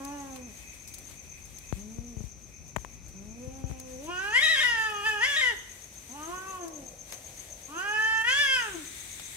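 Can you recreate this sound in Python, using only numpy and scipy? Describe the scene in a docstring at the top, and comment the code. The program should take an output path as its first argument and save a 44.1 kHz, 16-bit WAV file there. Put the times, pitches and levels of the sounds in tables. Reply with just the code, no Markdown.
"""Two cats face off in a yard at night, trading low moans and long yowls that crack into a rasp at the top.
Their vocal folds buzz through a mouth resonance that climbs as the jaw opens; a wall and the ground
throw the calls back, and the last yowl ends in a hiss. A cricket chirps with quick wing strokes over
night air, an insect whine, a soft hiss and a brief far-off drone. Dry leaves crackle, and the hand
that holds the phone bumps its left microphone."""
import sys
import numpy as np
from scipy import signal
from scipy.fft import rfft, irfft, next_fast_len
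from scipy.io import wavfile

SR = 44100
rng = np.random.default_rng(int(sys.argv[2]) if len(sys.argv) > 2 else 0)


def transcribe(u):
    """Save the signal u as a 16-bit wav file named by the first command-line argument.

    u: samples, shape (n,) or (channels, n), limited to [-1, 1]; the rate is SR.
    q: integer samples, one column per channel.
    """
    v = np.clip(np.atleast_2d(u).T, -1, 1)
    q = np.round(v * 32767).astype(np.int16)
    wavfile.write(sys.argv[1], SR, q)


N = 412776
TIME = np.arange(N) / SR
TOP_HZ = 15700  # ceiling for the cats' harmonics and for the whole mix


def undb(db):
    """Decibels to gain."""
    return 10 ** (np.asarray(db) / 20)


def unit(x):
    """Scale to an rms of 1."""
    return x / np.sqrt(np.mean(x ** 2) + 1e-20)


def pan(db):
    """Channel gains that put the left side db above the right."""
    return undb(np.array([[db], [-db]]) / 2)


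def add(out, x, s):
    """Mix x into out from time s on."""
    i = int(round(s * SR))
    x = x[..., max(-i, 0):N - i]
    out[..., max(i, 0):max(i, 0) + x.shape[-1]] += x


def curve_at(points, hz):
    """Read a curve of (frequency, value) points on a log-frequency axis."""
    frequencies, values = np.transpose(points)
    return np.interp(np.log(hz + 1), np.log(frequencies), values)


def colour(x, points):
    """EQ x with a curve of (frequency [Hz], gain [dB]) points."""
    size = next_fast_len(x.shape[-1])
    gain = undb(curve_at(points, np.fft.rfftfreq(size, 1 / SR)))
    return irfft(rfft(x, size) * gain, size)[..., :x.shape[-1]]


def band(x, hz, width_hz):
    """One resonance, gain 1 at its centre."""
    return signal.lfilter(*signal.iirpeak(min(hz, .45 * SR), hz / min(width_hz, .4 * SR), fs=SR), x)


def walk(t, rate):
    """Random modulation with a spread near 1 and rate new values a second."""
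    return np.interp((t - t[0]) * rate, np.arange(len(t)), rng.standard_normal(len(t))) * np.sqrt(3 / 2)


def fade(t, t60):
    """Decay by 60 dB in t60 seconds."""
    return np.exp(-np.log(1000) * t / t60)


def yard(x, t60, onset_s, treble_db):
    """Diffuse scatter from walls and plants, different at each microphone."""
    t = np.arange(SR) / SR
    noise = colour(rng.standard_normal((2, SR)), [(1500, 0), (8000, treble_db)])
    tail = noise * fade(t, t60) * (1 - np.exp(-t / onset_s))
    return signal.fftconvolve(x[None], unit(tail) / np.sqrt(SR), axes=1)[:, :N]


# EQ of the night air: (frequency [Hz], gain [dB])
AIR_EQ = [(18, -22), (30, 10), (59, 2.5), (197, -7), (378, -11), (459, -16), (511, -33.5), (806, -22.5),
          (1330, -23.5), (1800, -29), (2480, -15.5), (2890, -32.5), (5300, -26), (6890, -95), (11700, -120)]


def night(air_db=-53, chorus_db=-56, whine_db=-62, rumble_db=-56):
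    """The bed: low far-off air and rumble, a chorus of distant crickets and a thin insect whine."""
    air = colour(rng.standard_normal(N) + 0.17 * rng.standard_normal((2, N)), AIR_EQ)
    rumble = colour(rng.standard_normal((2, N)),
                    [(25, -39), (48, 2.5), (110, -7.5), (250, -17.5), (900, -78), (3000, -90)])
    chorus = colour(rng.standard_normal((2, N)),
                    [(4500, -62), (5500, 3.5), (6000, 19.5), (6450, 14), (6900, 0), (8500, -32)])
    whine = colour(rng.standard_normal((2, N)),
                   [(1200, -64), (2000, -1), (2400, 5), (2570, 12), (2720, -29), (3500, -40)])
    rumble_swell_db = np.interp(TIME, [0, 3.8, 4.3, 9], [-3.5, 6, -2, -43])
    whine_swell_db = np.interp(TIME, [0, 1.5, 2.2, 4, 9], [2, 0.5, -7, 0, -23])
    return (undb(air_db + 0.81 * walk(TIME, 4.5)) * unit(air) * pan(0.28)
            + undb(rumble_db + rumble_swell_db + 0.53 * walk(TIME, 29)) * unit(rumble) * pan(7.9)
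            + undb(chorus_db + 1.5 * walk(TIME, 25)) * unit(chorus) * pan(7)
            + undb(whine_db + whine_swell_db + 3.5 * walk(TIME, 11)) * unit(whine) * pan(1.1))


# Fader ride of the far-off drone: (time [s], level [dB])
DRONE_RIDE = [(0, -68), (6.3, -67.5), (6.7, -51.5), (7.25, -60.5), (7.7, -58.5), (8.3, -70)]


def drone():
    """A faint, hollow sound lingers in the distance after the soft wail."""
    noise = rng.standard_normal(N) + .5 * rng.standard_normal((2, N))
    hollow = colour(noise, [(300, -21), (500, 12.5), (750, 7), (1100, -13), (2500, -49)])
    return unit(hollow) * undb(np.interp(TIME, *np.transpose(DRONE_RIDE)) + 2.1 * walk(TIME, 16))


# Fader ride of the background hiss: (time [s], level [dB])
HISS_RIDE = [(0, -56), (1.6, -56.5), (2.3, -62), (3.4, -62), (4.3, -52), (6.5, -51), (6.95, -55.5),
             (7.3, -50), (8.3, -53), (9.36, -51)]
# Its EQ: (frequency [Hz], gain [dB])
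HISS_EQ = [(900, 3.5), (1400, -2), (2050, 8), (2750, 2.5), (3600, 4.5), (4200, 2), (4700, 1.5),
           (5500, -2.5), (6800, 6), (8100, 6.5), (9400, 4.5), (10500, 1), (13000, 1.5), (15500, -10.5)]


def soft_hiss(side_db=6, flicker_db=2.5):
    """A soft background hiss flickers as it slowly comes and goes."""
    db = np.interp(TIME, *np.transpose(HISS_RIDE)) + flicker_db * walk(TIME, 20)
    return unit(colour(rng.standard_normal((2, N)), HISS_EQ)) * undb(db) * pan(side_db)


# Featured leaf crackles: (time [s], treble level [dB], mid level [dB], t60 [s])
CRACKLES = [(.048, -35, -52, 0.031), (0.36, -55, -38.5, 0.052), (.874, -43.5, -57, 0.16),
            (.938, -36.5, -75, 0.074), (.982, -40, -48, .054), (1.109, -64, -46, 0.057),
            (1.584, -38.5, -64, 0.041), (3.799, -30.5, -38, 0.022), (6.679, -38, -47, 0.038),
            (7.121, -45, -39, 0.17), (9.196, -71, -37, 0.042)]


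def leaves(grain_db=-2.5, side_db=5, attack_s=0.001, faint_count=14, faint_spread_db=-6):
    """Each crackle of dry leaves is a quickly dying shower of tiny snaps; faint ones fall at random."""
    out, t = np.zeros((2, N)), np.arange(SR // 5) / SR
    times = rng.uniform(0, TIME[-1], faint_count)
    offsets_db = faint_spread_db * rng.standard_normal(faint_count)
    faint = [(s, -48 + db, -55 + db, 0.06) for s, db in zip(times, offsets_db)]
    for s, treble_db, middle_db, t60 in CRACKLES + faint:
        snaps = unit(rng.standard_normal((2, len(t))) * undb(grain_db * walk(t, 680)))
        treble = undb(treble_db) * unit(band(band(snaps, 7600, 9300), 7600, 9300))
        middle = undb(middle_db) * unit(band(snaps, 920, 4500))
        envelope = fade(t, t60) * (1 - np.exp(-t / attack_s))
        add(out, (treble + middle) * envelope * pan(side_db), s)
    return out


def ring(t, modes):
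    """A struck body rings as a sum of dying sines."""
    return sum(undb(db) * np.sin(2 * np.pi * hz * t) * fade(t, t60) for hz, db, t60 in modes)


# Hand bumps on the phone: (time [s], thud gain [dB], click level [dB])
BUMPS = [(1.726, -10.5, -14.5), (1.985, -15.5, -36), (2.168, -16.5, -48), (2.206, -18, -33),
         (2.239, -18, -39), (2.768, -16.5, -17), (3.474, -18, -53), (3.64, -11, -29), (3.698, -19, -32),
         (3.713, -18, -26.5)]
# Low modes under every bump: (frequency [Hz], relative level [dB], t60 [s])
THUD_MODES = [(67.5, -24, 0.33), (106.5, -0.5, 0.028)]
# Clacks of the case: (time [s], gain [dB])
CLACKS = [(2.7618, -23), (2.7634, -10.5), (2.7667, -16), (2.784, -32.5), (2.848, -22)]
# Modes of the case: (frequency [Hz], relative level [dB], t60 [s])
CASE_MODES = [(740, -25, 0.011), (1045, -3.5, 0.012), (1750, -0.5, 0.0035), (2510, -23, .007),
              (6900, -9.5, 0.0029)]


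def handling(right_leak_db=-32, click_peak_s=0.0002):
    """Bumps push on the left microphone and ring low; clacks ring the case."""
    out, t = np.zeros(N), np.arange(SR // 5) / SR
    thud = ring(t, THUD_MODES)
    click = t / click_peak_s * np.exp(1 - t / click_peak_s)
    for s, thud_db, click_db in BUMPS:
        add(out, undb(click_db) * click - undb(thud_db) * thud, s)
    clack = ring(t, CASE_MODES) + undb(-28) * rng.standard_normal(len(t)) * fade(t, .012)
    for s, db in CLACKS:
        add(out, undb(db) * clack, s)
    return np.array([out, undb(right_leak_db) * out])


# Fader ride of the cricket: (time [s], relative level [dB])
CRICKET_RIDE = [(0, -39), (1.7, -36.5), (2, -41), (3.5, -42), (4.2, -37), (5.7, -37), (6.4, -33.5),
                (9.3, -34.5)]
# Where its beat drags: (start [s], end [s], time added to each period [s])
HESITATIONS = [(4.0, 4.4, .009), (5.8, 6.2, .0125), (6.95, 8.1, .003), (8.1, 8.55, .025)]


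def chirps(first_s=.081, period_s=.1238, slowing_s_per_s=.0003, spread_db=0.6):
    """Cues (time [s], relative level [dB]) on a beat that slows a little and sometimes hesitates."""
    cues, s = [], first_s
    while s < TIME[-1]:
        cues.append((s, np.interp(s, *np.transpose(CRICKET_RIDE)) + spread_db * rng.standard_normal()))
        hesitation_s = sum(extra for start, end, extra in HESITATIONS if start <= s < end)
        s += period_s + slowing_s_per_s * s + hesitation_s
    return cues


# Wing strokes of one chirp: (offset from the cue [s], length [s], relative level [dB])
WING_STROKES = [(-.044, .012, -13), (-.028, .016, -3), (-.009, .019, 0)]


def cricket(top_hz=6620, end_hz=6130, scrape=0.024, direct_db=-7, scatter_db=-9, overtone_db=-27):
    """Each wing stroke is a short falling tone; the scatter of the yard fills the gaps between chirps."""
    song = np.zeros(N)
    for s, chirp_db in chirps():
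        for start, length, stroke_db in WING_STROKES:
            progress = np.linspace(0, 1, int(length * SR))
            accent, slip, *bends = rng.standard_normal(16)
            wobble = scrape * np.interp(progress, np.linspace(0, 1, 14), bends)
            hz = (top_hz + (end_hz - top_hz) * progress) * (1 + wobble)
            phase = 2 * np.pi * np.cumsum(hz) / SR
            stroke = np.sin(np.pi * progress) * (np.sin(phase) + undb(overtone_db) * np.sin(2 * phase))
            add(song, stroke * undb(chirp_db + stroke_db + 0.5 * accent), s + start + 0.00084 * slip)
    scatter = yard(song, t60=.2, onset_s=.003, treble_db=0)
    return pan(10) * (undb(direct_db) * song + undb(scatter_db) * scatter)


# Resonances of the hissing mouth: (centre [Hz], width of each filter pass [Hz], gain [dB])
HISS_FORMANTS = [(2140, 880, -2.5), (3610, 760, -2), (8100, 3300, -3), (13700, 4800, -14)]


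def cat_hiss(start_s=8.45, attack_s=0.12, level_db=-45.5, side_db=5, flicker_db=-0.4):
    """A cat's hiss, air rushing through a wide mouth, rises as the last yowl dies away."""
    noise = rng.standard_normal((2, N))
    air = sum(undb(db) * band(band(noise, hz, width), hz, width) for hz, width, db in HISS_FORMANTS)
    fade_in = np.clip((TIME - start_s) / attack_s, 0, 1)
    return unit(air) * fade_in * undb(level_db + flicker_db * walk(TIME, 5.2)) * pan(side_db)


def formant(hz, centre_hz, q):
    """Gain of a resonance of the throat or mouth."""
    return 1 / (1 + (q * (hz / centre_hz - centre_hz / hz)) ** 2)


def valley(hz, centre_hz):
    """Gain of an antiresonance."""
    return 1 - .83 * np.exp(-(np.log(hz / centre_hz) / .09) ** 2)


# Bright edge that a strained voice brings out: (frequency [Hz], gain [dB])
EDGE_EQ = [(1500, -61), (2300, -1), (2800, -3.5), (3700, -3), (4200, -15.5), (5250, -9.5), (5900, -16),
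           (7000, -15.5), (8500, -23.5), (10000, -21), (14000, -41)]


def throat(hz, pitch, chest_db, mouth_hz, mouth_db, edge_db, chest_slope):
    """Size of a harmonic: chest tone, pharynx, mouth, and an upper resonance that climbs with pitch."""
    chest = undb(chest_db) * (pitch / hz) ** (chest_slope + 450 / mouth_hz)  # a closed mouth muffles it
    pharynx = undb(mouth_db - 14) * (hz < mouth_hz) * formant(hz, 860, q=7)
    # an open mouth also lets out the harmonics under its resonance; the top rolls off steeply
    spill = undb(mouth_db - 18) * np.minimum(hz / 850, 1) ** 2 * (hz < mouth_hz)
    mouth = np.hypot(undb(mouth_db) * formant(hz, mouth_hz, q=4.12), spill)
    mouth = mouth / np.sqrt(1 + (hz / 2400) ** 16)
    upper_hz = np.clip(6 * pitch, 2880, 3850)
    upper = formant(hz, upper_hz, q=5.5)
    presence = undb(mouth_db - 14.5) * upper * np.minimum(mouth_hz / 1700, 1) ** 2
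    edge = undb(edge_db) * np.hypot(undb(4) * upper, undb(curve_at(EDGE_EQ, hz)))
    size = np.sqrt(chest ** 2 + pharynx ** 2 + mouth ** 2 + edge ** 2 + presence ** 2)
    # the nose cuts a valley above the mouth resonance and above the upper one
    size = size * valley(hz, 1.275 * np.maximum(mouth_hz, 1700))
    return size * valley(hz, np.clip(1.18 * upper_hz, 3700, 4450))


# Flips into a higher register: (start [s], end [s], pitch jump [Hz])
REGISTER_BREAKS = [(4.488, 4.557, 54.7), (4.604, 4.63, 100.2), (5.363, 5.412, 82)]


def register_breaks(t, flip_s=0.0056, unsteady_s=0.028):
    """The strained folds flip register: the pitch they gain, and their unsteadiness around each flip."""
    jump_hz, unsteady = 0, 0
    for start, end, hz in REGISTER_BREAKS:
        jump_hz += hz * np.clip(np.minimum(t - start, end - t) / flip_s + .5, 0, 1)
        unsteady += sum(np.exp(-((t - flip) / unsteady_s) ** 2) for flip in (start, end))
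    return jump_hz, unsteady


# EQ of the rasp, air tearing past rough folds: (frequency [Hz], gain [dB])
RASP_EQ = [(900, -24), (1900, 0), (3500, 16), (4300, -12), (5500, -15), (7500, 1), (10000, -14),
           (15000, -30)]


def yowl(call, chest_db, return_db, edge_db, rough, strained_rough=.3, chest_slope=1.0, strain_hz=478,
         strained_edge_db=-5, strain_width_hz=42, attack_s=0.004, release_s=0.053):
    """Harmonics of the vocal folds pass the throat; high pitch strains the voice bright and rough."""
    times, *columns = np.transpose(call)
    t = np.arange(int(times[0] * SR), int(times[-1] * SR)) / SR
    pitch, mouth_db, mouth_hz = (np.interp(t, times, column) for column in columns)
    jump_hz, unsteady = register_breaks(t)
    pitch = pitch + jump_hz
    strain = .5 + .5 * np.tanh((pitch - strain_hz) / strain_width_hz)
    # the chest tone blooms at its 343 Hz resonance, gives way under strain and returns as the call dies
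    chest = chest_db + 13 * np.exp(-((pitch - 343) / 15) ** 2) - 10.5 * strain
    chest = chest + return_db * np.exp(-((t[-1] - t) / 0.35) ** 2)
    edge = mouth_db + edge_db + (strained_edge_db - edge_db) * strain
    edge = edge - 23 * (510 / mouth_hz) ** 4  # a shut mouth hides the bright edge
    rough = np.clip(rough + (strained_rough - rough) * strain + 0.13 * unsteady, 0, .7)
    # strained folds lose their regular period, which smears the high harmonics most
    jitter = .02 * rough * walk(t, 600)
    tremor = 0.0019 * walk(t, 45.35)
    phase = 2 * np.pi * np.cumsum(pitch * (1 + tremor + jitter)) / SR
    rasp = unit(colour(rng.standard_normal(len(t)), RASP_EQ)) * rough * undb(edge + 2.5)
    harmonics = np.zeros(len(t))
    for k in range(1, 27):
        size = throat(k * pitch, pitch, chest, mouth_hz, mouth_db, edge, chest_slope)
        size = size * undb(.5 * walk(t, 26.52)) * (k * pitch < TOP_HZ)
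        # the high overtones swell and fade one by one
        size = size * undb(2.5 * np.clip((k - 4) / 4, 0, 1) * walk(t, 9))
        # a share of each harmonic breaks up into a noisy skirt
        skirt = .45 * rough * np.sqrt(k / 4)
        tone = (1 + skirt * walk(t, 380)) * np.sin(k * phase) + skirt * walk(t, 380) * np.cos(k * phase)
        harmonics += size * tone * np.sqrt(2 / (1 + 2 * skirt ** 2))
    envelope = np.clip((t - t[0]) / attack_s, 0, 1) * np.clip((t[-1] - t) / release_s, 0, 1)
    out = np.zeros(N)
    add(out, (rasp + harmonics) * envelope, times[0])
    return out


# Catches in the voice: (time [s], gain at the dip [dB])
CATCHES = [(4.402, -2.5), (5.226, -2.5), (8.235, -13), (8.262, -7)]


def catches(half_width_s=0.0083):
    """The folds stall for an instant as the voice breaks, ducking its level."""
    return undb(sum(db * np.exp(-((TIME - s) / half_width_s) ** 2) for s, db in CATCHES))


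# Performance of each call; the mouth resonance climbs as the jaw opens:
# (time [s], pitch [Hz], mouth resonance level [dB], mouth resonance [Hz])
FALLING_MOAN = [(0, 272, -44, 1050), (.14, 288.8, -37, 950), (.3, 267.5, -48.5, 970),
                (.39, 253.3, -46, 505), (.46, 242.7, -58, 484), (.54, 171, -73, 490)]
LOW_MOAN = [(1.76, 190, -59, 480), (1.88, 218, -60, 480), (2.0, 235.5, -53, 464), (2.1, 240.7, -53, 460),
            (2.26, 192, -52, 495)]
LONG_YOWL = [(3.14, 184.4, -73, 490), (3.32, 222.4, -64, 500), (3.44, 253, -41.5, 490),
             (3.58, 268.6, -53, 750), (3.72, 259.5, -49, 683), (3.98, 254.2, -44.5, 476),
             (4.06, 313, -42, 710), (4.11, 354, -32, 1214), (4.18, 367, -30.5, 1380),
             (4.32, 432.5, -29, 1570), (4.36, 494, -18.5, 2030), (4.4, 554.6, -25.5, 2116),
             (4.438, 649.6, -20.5, 1842), (4.56, 549, -24, 1890), (4.64, 495, -22, 1900),
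             (4.78, 446.6, -25, 1710), (4.87, 436.8, -24.5, 1565), (4.95, 413.8, -32.5, 1287),
             (5.03, 406.2, -32, 1264), (5.065, 443, -22, 1720), (5.195, 407.7, -30.5, 1440),
             (5.232, 485.5, -18, 2030), (5.275, 580.6, -26, 1853), (5.355, 557, -24.5, 1859),
             (5.416, 521.4, -23, 2000), (5.5, 477, -25, 1930), (5.56, 350.6, -42, 1802)]
SOFT_WAIL = [(6.09, 225.3, -63, 860), (6.16, 288, -38, 960), (6.24, 311.7, -37, 1200),
             (6.29, 338.7, -41, 1140), (6.34, 365, -30.5, 1150), (6.43, 379, -37.5, 1350),
             (6.5, 382.2, -32, 1070), (6.58, 365.4, -35.5, 1050), (6.66, 335, -57, 830),
             (6.75, 305.3, -56, 620), (6.88, 239, -55, 520)]
LAST_YOWL = [(7.68, 264.4, -50, 1090), (7.79, 358.5, -28, 1294), (7.85, 403.5, -29, 1445),
             (7.96, 431.3, -23.5, 1630), (8.08, 441.7, -24.5, 1750), (8.226, 444.7, -23, 1700),
             (8.29, 498.7, -18.5, 1774), (8.35, 557, -24, 1790), (8.415, 584, -20, 1600),
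             (8.48, 534.7, -24.5, 1887), (8.54, 529.3, -19.5, 1760), (8.65, 443.6, -28.5, 1530),
             (8.71, 382.4, -39, 1400), (8.86, 257, -73, 660)]


def calls():
    """Five calls, each voiced with its own chest tone, bright edge and roughness."""
    return (yowl(FALLING_MOAN, chest_db=-40, return_db=-6.5, edge_db=-46.5, rough=0.2, chest_slope=0.79)
            + yowl(LOW_MOAN, chest_db=-41.5, return_db=-6, edge_db=1, rough=.05, chest_slope=1.5)
            + yowl(LONG_YOWL, chest_db=-46.5, return_db=9, edge_db=-14, rough=0.061, strained_rough=0.33)
            + yowl(SOFT_WAIL, chest_db=-49, return_db=1.5, edge_db=-26, rough=0.13)
            + yowl(LAST_YOWL, chest_db=-49.5, return_db=4.5, edge_db=-18, rough=0.02,
                   strained_rough=0.15, chest_slope=2.7, strain_hz=489))


def reflect(x, echoes):
    """Direct sound plus short echoes off the wall and the ground, at about the same power."""
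    out = np.zeros(N)
    for ms, db in [(0, 0.013)] + list(echoes):
        add(out, undb(db) * x, ms / 1000)
    return out / np.sqrt(1 + sum(undb(db) ** 2 for ms, db in echoes))


# Early reflections at each microphone: (delay [ms], relative level [dB])
ECHOES_LEFT = [(3.1, -13), (9.7, -8), (21.3, -18), (33, -11)]
ECHOES_RIGHT = [(1.3, -8), (7.4, -11.5), (16.9, -11.5), (28, -22.5)]
# Phase of the calls at the left microphone against the right: (frequency [Hz], phase [rad])
LEFT_PHASE = [(100, 0), (450, -.8), (950, -1.3), (1450, -1.5), (2000, -1.4), (3200, -1.6)]


def cats(near_db=-20, tail_db=-21):
    """The calls reach the two microphones out of step, each with its own echoes, brighter on the left."""
    voice = calls() * catches()
    size = next_fast_len(N)
    phase = curve_at(LEFT_PHASE, np.fft.rfftfreq(size, 1 / SR))
    shifted = irfft(rfft(voice, size) * np.exp(1j * phase), size)[:N]
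    left = colour(reflect(shifted, ECHOES_LEFT),
                  [(300, -.5), (550, -1), (1000, -3.5), (1500, -7), (2100, 4.5), (3000, -4.5), (8000, -4)])
    right = colour(reflect(voice, ECHOES_RIGHT),
                   [(300, -.5), (550, -.5), (1000, -1), (1500, -.5), (2100, .5), (3000, -10), (8000, -6.5)])
    near = undb(near_db) * yard(voice, t60=.15, onset_s=.004, treble_db=-2)
    tail = undb(tail_db) * yard(voice, t60=0.69, onset_s=0.046, treble_db=-10)
    return np.array([left, right]) + near + tail


def scene():
    """The cats, the insects and the night air, with the small noises of leaves and hand."""
    return cats() + cricket() + night() + drone() + soft_hiss() + cat_hiss() + leaves() + handling()


def record(dry):
    """The phone drops the deepest bass and cuts the top."""
    low_cut = signal.butter(8, 42, "high", fs=SR, output="sos")
    high_cut = signal.ellip(10, .2, 80, TOP_HZ, fs=SR, output="sos")
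    return signal.sosfilt(high_cut, signal.sosfilt(low_cut, dry))


dry = scene()
out = record(dry)
transcribe(out)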